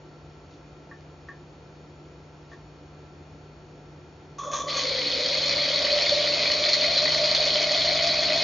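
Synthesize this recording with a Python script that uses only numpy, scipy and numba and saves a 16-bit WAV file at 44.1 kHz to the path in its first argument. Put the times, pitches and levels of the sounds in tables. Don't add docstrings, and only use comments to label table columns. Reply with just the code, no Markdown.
import sys
import numpy as np
from scipy import signal
from scipy.fft import rfft, irfft
from scipy.io import wavfile
from scipy.ndimage import map_coordinates
from numba import njit

SR = 44100
rng = np.random.default_rng(int(sys.argv[2]) if len(sys.argv) > 2 else 0)


def transcribe(signal):
    frames = np.atleast_2d(signal).T
    limited = np.clip(frames, -1, 1)
    pcm = np.round(limited * 32767).astype(np.int16)
    wavfile.write(sys.argv[1], SR, pcm)


N = 371763
TIME = np.arange(N) / SR
LANDS_S, POOL_S, SUCKS_S, COVERED_S = 4.385, 4.425, 4.668, 4.8
SHALLOW_S, SHALLOW_WIDTH_S = 5.05, 0.26

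# f/Hz, level/dB
TEAR_EQ = [(150, -20), (280, -13.5), (430, -11.5), (850, -16), (1100, -11), (1650, -15.5), (1950, -10),
           (2520, -11.5), (2680, -19.5), (3250, -8.5), (3750, -10.5), (4380, -2.5), (5050, -13.5),
           (5900, -20.5), (7000, -24)]
# f/Hz, level/dB
SNAP_EQ = [(1400, -14), (2000, -3), (4300, -6), (5500, 2.5), (7000, -2)]
# f/Hz, level/dB
DRAUGHT_EQ = [(900, -25.5), (2000, 4.5), (4900, -1.0), (6000, -12.0)]
# f/Hz, width/Hz, level/dB
INLET_MODES = [(2203, 27, -12.5), (2520, 58, -12.5), (3260, 28, -9.5), (3464, 26, -4.5), (3653, 21, -1.5),
               (3935, 37, -1), (4111, 55, 4.5), (4363, 90, 5), (4640, 31, -10.5), (4880, 40, -7)]
# t/s, level/dB
BIG_SPITS = [(6.5168, -10.5), (6.6893, -9.5), (6.7322, -8), (6.7375, -12.5), (6.9778, -10), (7.1459, -12),
             (7.2572, -11.5), (7.3483, -8.5), (7.849, -12), (8.0721, -10)]
# t/s, level/dB
AIR_GULPS = [(5.841, -19.5), (5.901, -19), (5.919, -16), (5.958, -18.5), (6.115, -16), (6.163, -20.5),
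             (7.207, -25.5), (8.233, -20)]
# t/s, level/dB, spray offset/dB
GLASS_SPLATS = [(4.3844, -36.5, -2.5), (4.436, -30.5, -11.5), (4.5139, -38.5, 6), (4.533, -31, 3),
                (4.554, -32, 1), (4.595, -38.5, 4.5), (4.738, -46.5, 7), (4.769, -29.5, 2.5)]
# f/Hz, width/Hz, level/dB
BOWL_MODES = [(1120, 73, -11), (560, 47, -11)]
# f/Hz, width/Hz, level/dB
SPRAY_MODES = [(1660, 350, -4.5), (2470, 370, -13), (3300, 88, -7.5), (3440, 140, 3), (4100, 61, -8),
               (5940, 660, -5), (6390, 110, 1), (6300, 560, -21)]
# t/s, level/dB, rim damping/(dB/s)
NECK_KNOCKS = [(0.912, -37, 110), (1.2859, -33.5, 0), (1.303, -41, 2), (2.516, -42, 180),
               (2.5304, -40.5, 180)]
# f/Hz, level/dB, t60/s
BOTTLE_MODES = [(1135, -7, .15), (1650, -7, .14), (1782, -8, .36), (1808, 0, .1), (1885, -5, .06),
                (2030, -14, .03)]
# t/s, length/s, level/dB
RIM_SCRAPES = [(0.47, 0.13, -60), (1.005, 0.013, -50.5), (1.282, .014, -57), (2.473, 0.12, -59.5)]
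# delay/s, gain
REFLECTIONS = [(.0023, 0.043), (.0043, 0.16), (.018, .22)]
# f/Hz, level/dB
AIR_EQ = [(25, -23.5), (45, -16.5), (60, 0), (115, -2.5), (220, -7), (350, -2.5), (550, -7.5), (900, -12.5),
          (1600, -20.5), (3200, -24.5), (7000, -32)]
# f/Hz, side minus mid/dB
AIR_SIDE_EQ = [(60, -19), (180, -13), (300, -14), (880, -7.5), (1500, -2), (7000, -5.5)]
# f/Hz, level/dB
HUM_TONES = [(60, -63.5), (150.7, -53), (489, -67.5), (686, -70.5), (734, -69), (883, -70), (1346, -70.5),
             (2449, -75.5), (4409, -75), (4452, -81)]
# f/Hz, width/Hz, level/dB
FAN_MODES = [(81.5, 12, 2.5), (182, 11, -6), (295, 20, -2.5), (351, 12, -1), (1327, 45, -18),
             (4480, 23, -38), (5410, 78, -25.5), (6640, 140, -30.5)]


def jet(churn, level_db=-23, flutter_db=2.36, churn_db=0.2):
    suction = undb(level_db) * build(SUCKS_S, attack_s=0.026, weak_db=6, build_s=0.6)
    sips = undb(flutter_db * walk(330) + churn_db * churn)
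    snaps = colour(crackle(per_s=1900, spread_db=8), SNAP_EQ)
    fizz = undb(-7) * bubbles(per_s=400, low_hz=1882, high_hz=7065, cycles=5.3, glide=3.3)
    pings = undb(-20) * bubbles(per_s=45, low_hz=1877, high_hz=3597, cycles=4.4, glide=2.4)
    hiss = undb(-4) * rng.standard_normal(N)
    tearing = unit(colour((snaps + fizz) * sips + pings + hiss, TEAR_EQ))
    draught = colour(rng.standard_normal(N), DRAUGHT_EQ)
    whistle = undb(-2) * unit(body(draught, INLET_MODES))
    return unit(tearing + whistle) * suction


def spits(decay_s=0.0091, snap_db=-10, pop_hz=4350, pop_db=-1, small_from_s=5.9, small_count=8):
    force, pops = np.zeros((2, N))
    small_s = rng.uniform(small_from_s, TIME[-1], small_count)
    small_db = rng.normal(-17.5, 1.5, small_count)
    for s, db in [*zip(small_s, small_db), *BIG_SPITS]:
        add(force, s, undb(db + snap_db) * np.exp(-TIME[:2048] / decay_s))
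        hz = pop_hz * (1 + .04 * rng.standard_normal())
        add(pops, s, undb(db + pop_db) * glug(hz, tau_s=.0006))
    snaps = colour(crackle(per_s=8100, spread_db=-0.5), SNAP_EQ)
    return pops + force * unit(colour(snaps, TEAR_EQ))


def glass_note_hz(empty_hz=542.5, fill_per_s=0.065, sag_hz=42):
    filled = np.clip(fill_per_s * (TIME - POOL_S), 0, .5)
    return empty_hz / np.sqrt(1 - filled) - sag_hz * bump(SHALLOW_S, SHALLOW_WIDTH_S)


def gurgle(churn, glugs_per_s=26, pitch_spread=0.024, burble_ratio=1.0475, burble_width_hz=105.):
    hz = glass_note_hz()
    plunge = undb(-29.5) * build(POOL_S, attack_s=0.051, weak_db=9.5, build_s=0.8)
    glugs, gulps = np.zeros((2, N))
    s = POOL_S
    for wait, pitch, size_db in rng.standard_normal((200, 3)):
        s += undb(2.5 * wait) / glugs_per_s
        if s < TIME[-1]:
            glug_hz = hz[int(s * SR)] * (1 + pitch_spread * pitch)
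            add(glugs, s, undb(size_db) * glug(glug_hz, tau_s=0.0044))
    for s, db in AIR_GULPS:
        add(gulps, s, undb(db - 1) * glug(hz[int(s * SR)], tau_s=0.0062))
    burble = crackle(per_s=500, spread_db=2) * undb(churn)
    for _ in range(2):
        burble = resonate(burble, hz * burble_ratio, burble_width_hz)
    return (2 * glugs + undb(-3) * unit(burble)) * plunge + gulps


def splats(bowl_decay_s=0.043, spray_decay_s=0.04, skirt_hz=450, fade_s=0.035):
    dribble = onset(LANDS_S, fade_s) - onset(COVERED_S - fade_s, fade_s)
    bowl_power = (undb(-38) * dribble) ** 2
    spray_power = (undb(-45.5) * dribble) ** 2
    ring, t = np.zeros(N), TIME[:SR // 2]
    bowl_hz = BOWL_MODES[0][0]
    for s, db, spray_db in GLASS_SPLATS:
        add(ring, s, undb(db - 1) * glug(bowl_hz, tau_s=0.0029, glide=0))
        add(bowl_power, s, (undb(db) * np.exp(-t / bowl_decay_s)) ** 2)
        add(spray_power, s, (undb(db + spray_db) * np.exp(-t / spray_decay_s)) ** 2)
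    drops = crackle(per_s=3600, spread_db=0.5)
    bowl = body(body(drops, BOWL_MODES), [(bowl_hz, skirt_hz, 0)])
    spray = unit(body(drops, SPRAY_MODES)) + undb(-6) * drops
    return ring + np.sqrt(bowl_power) * unit(bowl) + np.sqrt(spray_power) * unit(spray)


def drumming(hz=292, width_hz=45, skirt_hz=130, shallow_db=5):
    force = build(LANDS_S, attack_s=0.13, weak_db=3, build_s=6.3)
    force *= undb(-46 + shallow_db * bump(SHALLOW_S, SHALLOW_WIDTH_S))
    thuds = body(crackle(per_s=560, spread_db=2), [(hz, width_hz, 0)])
    return unit(body(thuds, [(hz, skirt_hz, 0)])) * force


def knocks(rise_s=0.001):
    out, t = np.zeros(N), TIME[:SR // 2]
    ring = sum(undb(db - 60 * t / t60) * np.sin(2 * np.pi * hz * t) for hz, db, t60 in BOTTLE_MODES)
    ring *= (1 - np.exp(-t / rise_s)) ** 2
    ring /= np.abs(ring).max()
    for s, db, damping_db_per_s in NECK_KNOCKS:
        add(out, s, undb(db + 1 - damping_db_per_s * t) * ring)
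    return out


def scrapes(hz=3300, width_hz=3500):
    force = np.zeros(N)
    for s, length_s, db in RIM_SCRAPES:
        add(force, s, undb(db) * np.hanning(int(length_s * SR) + 3))
    slips = crackle(per_s=1200, spread_db=-3)
    return force * unit(body(slips, [(hz, width_hz, 0)]))


def room(x, wet_db=-8, t60_s=0.14, side_db=-11, side_hz=650):
    t = TIME[:16384]
    mid, side = rng.standard_normal((2, len(t))) * undb(-60 * t / t60_s) * (t > .004)
    side = signal.sosfilt(signal.butter(1, side_hz, "high", fs=SR, output="sos"), side)
    response = (undb(wet_db) * mid + undb(side_db) * antiphase(side)) / np.linalg.norm(mid)
    response[:, 0] += 1
    for delay_s, gain in REFLECTIONS:
        response[:, int(delay_s * SR)] += gain
    response /= np.linalg.norm(response[0])
    return signal.fftconvolve(x[None], response, axes=1)[:, :N]


def background(air_db=-51, waver_db=1.3, swell_from_s=3.8, swell_db_per_s=1.42):
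    mid, side = (undb(air_db) * unit(colour(rng.standard_normal(N), AIR_EQ)) for _ in range(2))
    air = mid + antiphase(colour(side, AIR_SIDE_EQ))
    fan = undb(-54) * unit(body(rng.standard_normal(N), FAN_MODES))
    hum = np.sqrt(2) * sum(undb(db + waver_db * walk(7.4)) * np.sin(2 * np.pi * hz * TIME)
                           for hz, db in HUM_TONES)
    swell_db = 0.7 + swell_db_per_s * np.maximum(TIME - swell_from_s, 0)
    return air + (fan + hum) * undb(swell_db)


def bubbles(per_s, low_hz, high_hz, cycles, glide, spread_db=10.5):
    out, t = np.zeros(N), TIME[:2048]
    for when, pitch, size in rng.random((4096, 3))[:int(per_s * TIME[-1])]:
        hz = low_hz + pitch * (high_hz - low_hz)
        ring = np.sin(2 * np.pi * hz * t * (1 + glide * t)) * np.exp(-t * hz / cycles)
        add(out, when * TIME[-1], undb(spread_db * size ** 2) * np.sqrt(hz) * ring)
    return unit(out)


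def glug(hz, tau_s, glide=0.43):
    t = TIME[:4096]
    envelope = (t / tau_s * np.e / 2) ** 2 * np.exp(-t / tau_s)
    return envelope * np.sin(2 * np.pi * hz * t * (1 + glide * t))


def crackle(per_s, spread_db):
    size = undb(spread_db * np.clip(rng.standard_normal(N), -2, 2))
    return unit((rng.random(N) < per_s / SR) * size * rng.choice([-1, 1], N))


def colour(x, points, size=8192):
    hz, db = np.transpose(points)
    bins_hz = np.maximum(np.fft.rfftfreq(size, 1 / SR), 1)
    gain = undb(np.interp(np.log(bins_hz), np.log(hz), db))
    cepstrum = irfft(np.log(gain))
    cepstrum[1:size // 2] *= 2
    cepstrum[size // 2 + 1:] = 0
    return signal.fftconvolve(x, irfft(np.exp(rfft(cepstrum))))[:N]


@njit
def resonate(x, hz, width_hz):
    y, band, low = np.empty(len(x)), 0., 0.
    for i in range(len(x)):
        g, k = np.tan(np.pi * hz[i] / SR), width_hz / hz[i]
        v = (band + g * (x[i] + 1e-18 - low)) / (1 + g * (g + k))
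        band, low, y[i] = 2 * v - band, low + 2 * g * v, k * v
    return y


def body(x, modes):
    return sum(undb(db) * resonate(x, np.full(N, float(hz)), float(width)) for hz, width, db in modes)


def walk(knots_per_s):
    return unit(map_coordinates(rng.standard_normal(4096), [TIME * knots_per_s], order=1, mode="wrap"))


def onset(start_s, attack_s):
    return np.clip((TIME - start_s) / attack_s, 0, 1)


def build(start_s, attack_s, weak_db, build_s):
    age_s = np.maximum(TIME - start_s, 0)
    return onset(start_s, attack_s) * undb(-weak_db * np.exp(-age_s / build_s))


def bump(centre_s, width_s):
    return np.exp(-((TIME - centre_s) / width_s) ** 2)


def add(out, s, sound):
    i = int(s * SR)
    out[i:i + len(sound)] += sound[:N - i]


def antiphase(x):
    return x * np.array([[1], [-1]])


def undb(db):
    return 10 ** (np.asarray(db) / 20)


def unit(x):
    return x / np.sqrt(np.mean(x ** 2))


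def scene():
    churn = walk(35)
    sources = knocks() + scrapes() + splats() + drumming() + jet(churn) + spits() + gurgle(churn)
    return room(sources) + background()


def record(dry, balance_db=0.52, ceiling=0.54, low_hz=42, top_hz=7030):
    x = ceiling * np.tanh(dry * undb(antiphase(balance_db / 2)) / ceiling)
    x = signal.sosfilt(signal.butter(3, low_hz, "high", fs=SR, output="sos"), x)
    return signal.sosfilt(signal.ellip(12, .2, 80, top_hz, fs=SR, output="sos"), x)


dry = scene()
out = record(dry)
transcribe(out)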